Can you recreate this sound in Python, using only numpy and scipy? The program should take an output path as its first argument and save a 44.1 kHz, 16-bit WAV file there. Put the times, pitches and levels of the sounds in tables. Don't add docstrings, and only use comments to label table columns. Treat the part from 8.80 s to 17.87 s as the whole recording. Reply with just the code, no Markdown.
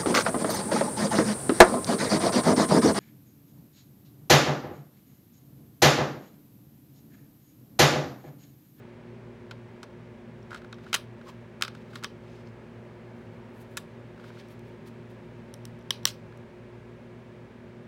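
import sys
import numpy as np
from scipy import signal
from scipy.fft import rfft, irfft
from scipy.io import wavfile
from scipy.ndimage import uniform_filter1d

SR = 44100
rng = np.random.default_rng(int(sys.argv[2]) if len(sys.argv) > 2 else 0)


def volts(x):
    e = np.asarray(x, float) / 20
    return 10 ** e


def to_wav(sig):
    pcm = np.clip(np.atleast_2d(sig), -1, 1) * 32767
    pcm = np.round(pcm).astype(np.int16)
    wavfile.write(sys.argv[1], SR, pcm.T)


N = 399987

# loudest_s, rising_s, fading_s, level_db, upper_band_minus_level_db
TRAFFIC = [
    (4.4, 1.4, 0.97, -62, -5),
]
# pitch_hz, density_db (per Hz)
AIR_SPECTRUM = [(24, -58), (45, -33.5), (62, -25.5), (95, -28), (200, -23.5), (310, -28.5), (400, -20.5),
                (600, -21), (720, -31), (2300, -34.5), (3000, -41), (5000, -50.5), (9000, -59),
                (13000, -67), (16000, -63)]
# pitch_hz, width_hz, lift_db
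ROOM_BOOMS = [(110.3, 29.7, 14.5), (160.7, 21, 12), (242, 78, 11), (912, 200, 5.5), (1670, 92, 4),
              (2121, 304, 0.5)]
# time_s, turning_hz
SHAFT = [(0, 59.06), (1.5, 58.68), (3.5, 58.2), (5.5, 58.54), (7.5, 58.6), (9.07, 59.6)]
# multiple, level_db (rms)
SHAFT_ORDERS = [(1, -65.5), (2, -52.5), (3, -69.5), (4, -54), (5, -102), (6, -61)]
# pitch_hz, level_db (rms), wander_hz
TONES = [(41.5, -78, 0.18), (120.1, -60.5, 0.032), (210.9, -60, .8), (359.2, -55.5, 0.038),
         (383.6, -74, .4), (395.4, -61, 0.92)]
# centre_hz, t60_s
ROOM_T60 = [(1200, .22), (3500, 0.19), (10000, 0.17)]
# fastest_s, speeding_up_s, slowing_down_s, level_db, sheen_minus_level_db
RUBS = [(1.742, 0.045, 0.077, -59, -18), (2.1, 0.11, 0.07, -60, -16), (2.482, 0.042, 0.058, -57.5, -11),
        (2.99, .06, 0.082, -63, -16), (3.15, .08, 0.098, -57.5, -14), (3.508, .1, 0.13, -66, -19),
        (4.38, .04, .08, -80, 2), (4.54, .03, 0.063, -72, -12), (4.81, .12, .08, -74.5, 4),
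        (4.92, .06, 0.044, -76, 2), (5.44, 0.061, 0.16, -58.5, -15), (5.61, 0.091, .06, -61.5, -19),
        (5.71, .04, .06, -69, -3), (5.9, 0.11, .06, -73, -9), (6.085, 0.041, 0.02, -62, -5.5),
        (6.308, 0.022, .025, -71, -4.5)]
# fastest_s, speeding_up_s, slowing_down_s, squeak_db, groan_minus_squeak_db
CREAKS = [
    (2.49, 0.028, 0.021, -62, 14),
    (3.53, 0.097, .12, -72, -7.5),
    (3.677, .02, .03, -71, 0),
]
# pitch_hz, width_hz, level_db
SQUEAK = [(4300, 260, -3.5), (5040, 200, 2), (6250, 286, -2.5), (7350, 400, -5.5)]
# pitch_hz, level_db, t60_s
SHELL = [(417.4, -13, 0.011), (588, -18.5, 0.018), (796, -11, 0.0135), (1128, -4, 0.033),
         (1220, 3.5, 0.016), (1425, 13, 0.0073), (1720, 4.5, 0.018), (1880, -0.5, 0.016)]
# pitch_hz, level_db, t60_s
WALLS = [(2086, -3, 0.011), (2560, 1, 0.0088), (3110, 2, .008), (3483, 0, 0.01), (3733, 4, 0.006485),
         (4300, 3.5, 0.0055), (4820, 4.5, 0.0052), (5300, 5, 0.0035), (5723, -1, 0.0086), (6670, 2, 0.0031)]
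# pitch_hz, level_db, t60_s
EDGES = [(7570, 5, 0.001336), (8910, -7.5, 0.001543), (9340, -2.5, 0.00169), (11610, -3.5, 0.00242),
         (12950, -2, 0.0018), (14330, -5, 0.0019), (15500, -5, .002)]
# pitch_hz, level_db, t60_s
DISC = [(550, -6.5, .012), (798.1, -6, 0.013), (1118, -2, 0.019), (1380, -2.5, 0.01), (1596, 2, 0.022),
        (1890, -5, 0.011)]
# pitch_hz, level_db, t60_s
PETALS = [(1950, -4.5, 0.0096), (2450, -8.5, 0.0064), (2900, -1, .009), (3250, -1, .01), (3800, 1, .009),
          (4510, -4.5, 0.0055), (5400, 3, .009), (5960, 3.5, .007), (6700, -6.5, .004)]
# start_s, ring_db (walls, rms over 5 ms), boom_minus_ring_db, chatter_s
TAPS = [(1.706, -53, 6, 0.0075), (1.716, -56.5, 18.5, .0068), (1.729, -51.5, 13.5, 0.01),
        (1.744, -44.5, 8, 0.0079), (1.759, -52.5, 10.5, 0.006), (1.776, -59.5, 1, .006),
        (1.817, -60, 10, .0048), (1.845, -58, 12, .0046), (1.984, -62, 9, 0.0045),
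        (2.064, -58, 13.5, 0.0076), (2.412, -60.5, 11.5, .0035), (2.47, -60, 3, .008),
        (2.8624, -62, 8, .006), (2.9485, -52.5, 5.5, 0.0062), (3.131, -56, 9, 0.016),
        (3.226, -52, 9, 0.012), (5.3767, -65, 11, .005), (5.3963, -62, 10, .0075), (5.439, -58, 10, 0.012),
        (5.5027, -62.5, 11.5, .0052), (5.5695, -67, 15.5, .012), (7.5224, -63.5, 10, .006)]
# start_s, ring_db, boom_minus_ring_db, loudest_hz, chatter_s
RATTLES = [
    (2.1404, -19, -5, 2900, .0146),
    (2.81, -44.5, 7.5, 1466, .007),
    (7.266, -38.5, -6.5, 3630, .0035),
    (7.2706, -30.5, -14.5, 3100, 0.011),
    (7.281, -36, -12, 4300, .016),
    (7.297, -43.5, -7.5, 5300, .018),
]
# start_s, ring_db, crack_minus_ring_db, loudest_hz, chatter_s
KNOCKS = [(0.7098, -42.5, -18, 1460, .0082), (1.03, -45, -11, 1425, .0102),
          (1.9265, -44, -18, 4250, 0.0038), (2.129, -25.5, -15, 1440, 0.0071),
          (2.159, -36, -7, 1560, 0.0097), (2.8219, -21.5, -12.5, 1285, 0.0039),
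          (2.8338, -35, -13, 1460, .0051), (2.8482, -37.5, -17, 1320, 0.0042),
          (2.879, -40.5, -15, 1460, .0048), (3.155, -40.5, -12.5, 4100, 0.0063),
          (3.2361, -39, -8, 1300, .0083), (3.2431, -31, -13, 3500, 0.0047),
          (4.97, -36.5, -0.5, 2470, 0.0036), (4.9735, -34, -4.5, 1830, 0.0066)]
# start_s, ring_db, crack_minus_ring_db, loudest_hz, chatter_s
TEETH = [(1.9424, -57.5, -20, 3270, 0.0054), (1.628, -64, -16, 5350, .004), (3.254, -45, -19, 3280, .0089),
         (3.672, -61.5, -22, 4300, .0045), (5.686, -66, -3, 4300, .0091), (5.7244, -68, -7, 4300, .0084),
         (5.7934, -66, -.6, 4300, .0013), (6.7398, -47, -2.2, 4970, 0.0022),
         (6.853, -45.5, -2.5, 4900, 0.0024), (6.9894, -71, 0, 5300, .0051), (7.01, -64, -16, 3300, .0097),
         (7.0254, -71.5, -6.5, 5300, .001), (7.1061, -20.5, -14, 3250, .00244),
         (7.1234, -52, -11, 3790, .0076), (7.2318, -57.5, -9.5, 3532, .0062),
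         (7.243, -65, -6.5, 5300, .004), (7.2536, -16, -6.5, 4700, 0.0022), (7.574, -68, 2, 7430, .0028)]

AIR_DB = -49
GAP_S, BUILD_S = .011, .007
ROOM_DB, NEAR_DB = -18, -12.5
STROKE_FALL_DB = 14.5
GROAN_HZ = 1065
RADIATES_HZ = 303.26
KNOCK_EVEN_DB, KNOCK_BOOM_PER_DB = -35.5, -0.3346
TAP_CRACK_DB, TAP_DULL_PER_DB, TAP_HZ = -12.5, 0.35, 1440
RATTLE_CRACK_DB, HUB_BOOM_DB = -8.5, -12.5


def unit(x):
    return x / np.sqrt(np.mean(x ** 2))


def band(x, lo_hz, hi_hz, order=2):
    sos = signal.butter(order, [lo_hz, min(hi_hz, .45 * SR)], "band", fs=SR, output="sos")
    return signal.sosfilt(sos, x)


def noise_band(lo_hz, hi_hz, order=2):
    return band(rng.standard_normal(N), lo_hz, hi_hz, order)


def walk(rate_hz):
    hold = int(SR / rate_hz)
    steps = np.repeat(rng.standard_normal(N // hold + 1), hold)
    return 1.3 * uniform_filter1d(uniform_filter1d(steps, hold), hold)[:N]


def played(strokes, first, second):
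    out, t = 0, np.arange(N) / SR
    for fastest, rise, fall, db, rel_db in strokes:
        away = np.where(t < fastest, (fastest - t) / rise, (t - fastest) / fall)
        speed = volts(db - STROKE_FALL_DB * np.minimum(away, 5) ** 2)
        out = out + speed * (first + volts(rel_db) * second)
    return out


def traffic():
    return played(TRAFFIC, unit(noise_band(380, 750)), unit(noise_band(750, 1500)))


def air():
    hz = np.arange(N // 2 + 1) * SR / N + 1
    point_hz, point_db = np.transpose(AIR_SPECTRUM)
    db = np.interp(np.log(hz), np.log(point_hz), point_db)
    for centre, width, lift in ROOM_BOOMS:
        db = db + lift / (1 + (2 * (hz - centre) / width) ** 2)
    wash = irfft(rfft(rng.standard_normal(N)) * volts(db), N)
    return volts(AIR_DB + .5 * walk(0.676)) * unit(wash)


def machines():
    time_s, turning_hz = np.transpose(SHAFT)
    turn = 2 * np.pi * np.cumsum(np.interp(np.arange(N) / SR, time_s, turning_hz)) / SR
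    hum = np.zeros(N)
    for multiple, db in SHAFT_ORDERS:
        hum += volts(db + 1.0 * walk(5.2)) * np.sin(multiple * turn + 2 * np.pi * rng.random())
    for hz, db, wander in TONES:
        phase = 2 * np.pi * np.cumsum(hz + wander * walk(2)) / SR
        hum += volts(db + 1.3 * walk(2.995)) * np.sin(phase)
    return np.sqrt(2) * hum


def room(x):
    t = np.arange(SR // 2) / SR
    rise = np.clip((t - GAP_S) / BUILD_S, 0, 1) * 0.81 + 0.46 * (t > GAP_S) + volts(NEAR_DB) * (t > .002)
    tail = np.zeros(len(t))
    for hz, t60 in ROOM_T60:
        hiss = unit(band(rng.standard_normal(len(t)), hz / 1.3, hz * 2.0))
        tail += hiss * np.sqrt(hz) * 1000 ** (-t / t60)
    tail = tail * rise
    return volts(ROOM_DB) * signal.fftconvolve(x, tail / np.sqrt(np.sum(tail ** 2)))[:N]


def rubbing():
    size_db = 2.3 * rng.exponential(size=N) + 4.3 * walk(60)
    slips = rng.standard_normal((2, N)) * volts(size_db)
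    return played(RUBS, unit(band(slips[0], 1300, 4440)), unit(band(slips[1], 5200, 19300)))


def creaking():
    squeak = np.zeros(N)
    for hz, width, db in SQUEAK:
        squeak += volts(db + 3.2 * walk(50)) * unit(noise_band(hz - width / 2, hz + width / 2, order=1))
    groan = volts(1.45 * walk(60)) * noise_band(GROAN_HZ - 120, GROAN_HZ + 120)
    return played(CREAKS, unit(squeak), unit(groan))


def even(push):
    spectrum = rfft(push, 4096)
    coarse = np.sqrt(uniform_filter1d(np.abs(spectrum) ** 2, size=14))
    return irfft(spectrum / coarse)[:len(push)]


def ring(modes, favoured_hz, tilt_db, chance):
    hz, db, t60 = np.transpose(modes)[:, :, None]
    gain, shift = chance[:, :len(modes), None]
    db = db + 8 * np.exp(-(np.log(hz / favoured_hz) / 0.1) ** 2)
    db = db + tilt_db * np.log2(hz / hz[0]) + .8 * gain
    sign = (-1.) ** np.arange(len(modes))[:, None]
    t = np.arange(2048) / SR
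    swing = np.sin(2 * np.pi * hz * (1 + .01 * shift) * t)
    return np.sum(sign * volts(db) * swing * 1000 ** (-t / t60), axis=0)


def contacts(chatter_s, persist, rise_s, strike):
    t = np.arange(1024) / SR
    grit, size = rng.standard_normal((2, 1024))
    fade = np.exp(-1.4 * (t / max(chatter_s, 1e-4)) ** persist) * np.minimum(t / rise_s, 1)
    push = even(even(grit * volts(2.2 * size) * fade) * np.sqrt(fade))
    push[int(rise_s * SR)] += strike * np.sqrt(np.sum(push ** 2))
    return push


def clicks(events, walls, body, strike, damping, persist, rise_s, dulling, edge_tilt_db):
    out = np.zeros((2, N + 4096))
    for start_s, ring_db, body_db, crack_db, hz, chatter_s in events:
        push = contacts(chatter_s, persist, rise_s, strike)
        start = int(start_s * SR)
        soft_db = dulling * (crack_db - body_db + 5)
        parts = [(walls, 1900, 7200, 0, soft_db),
                 (body, RADIATES_HZ, 2100, body_db, 0),
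                 (EDGES, 6800, 17000, crack_db, edge_tilt_db)]
        for modes, lo_hz, hi_hz, rel_db, tilt_db in parts:
            damped = [(f, d, t60 * damping) for f, d, t60 in modes]
            near = ring(damped, hz, tilt_db, rng.standard_normal((2, 10)))
            blurred = np.sqrt(uniform_filter1d(np.abs(rfft(near, 4096)) ** 2, size=160))
            to_phone = signal.fftconvolve(push, near)
            to_room = irfft(rfft(push, 4096) * blurred)[:2048]
            for row, y in zip(out, (to_phone, to_room)):
                y = band(y, lo_hz, hi_hz)
                rms = np.sqrt(np.sum(y ** 2) / (SR / 200))
                row[start:start + len(y)] += volts(ring_db + rel_db) * y / rms
    return out[:, :N]


def taps():
    events = [(s, db, boom, TAP_CRACK_DB + TAP_DULL_PER_DB * (db + 51), TAP_HZ, c) for s, db, boom, c in TAPS]
    return clicks(events, WALLS, SHELL, strike=.1, damping=1.4, persist=0.89, rise_s=.0008,
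                  dulling=0.33, edge_tilt_db=-14.0)


def rattles():
    events = [(s, db, boom, RATTLE_CRACK_DB, hz, c) for s, db, boom, hz, c in RATTLES]
    return clicks(events, WALLS, SHELL, strike=.05, damping=0.655, persist=3.0, rise_s=0.0012,
                  dulling=0.23, edge_tilt_db=-1.5)


def hub_teeth():
    events = [(s, db, HUB_BOOM_DB, crack, hz, c) for s, db, crack, hz, c in TEETH]
    return clicks(events, PETALS, DISC, strike=1.2, damping=0.83, persist=0.72, rise_s=0.00021,
                  dulling=0.0997, edge_tilt_db=.3)


def knocks():
    events = [(s, db, KNOCK_BOOM_PER_DB * (db - KNOCK_EVEN_DB), crack, hz, c) for s, db, crack, hz, c in KNOCKS]
    return clicks(events, WALLS, SHELL, strike=0.47, damping=1.22, persist=0.89, rise_s=0.000357,
                  dulling=0.32, edge_tilt_db=-9.0)


def scene():
    background = traffic() + air() + machines()
    hands = rubbing() + creaking()
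    direct, spread = hands + taps() + rattles() + hub_teeth() + knocks()
    return (background + room(spread) + direct)[None]


def top_cut(x):
    return signal.sosfilt(signal.butter(12, 17130, fs=SR, output="sos"), x)


def record(dry):
    steep = signal.ellip(7, .5, 75, 15850, fs=SR, output="sos")
    return top_cut(signal.sosfilt(steep, dry))


dry = scene()
out = record(dry)
to_wav(out)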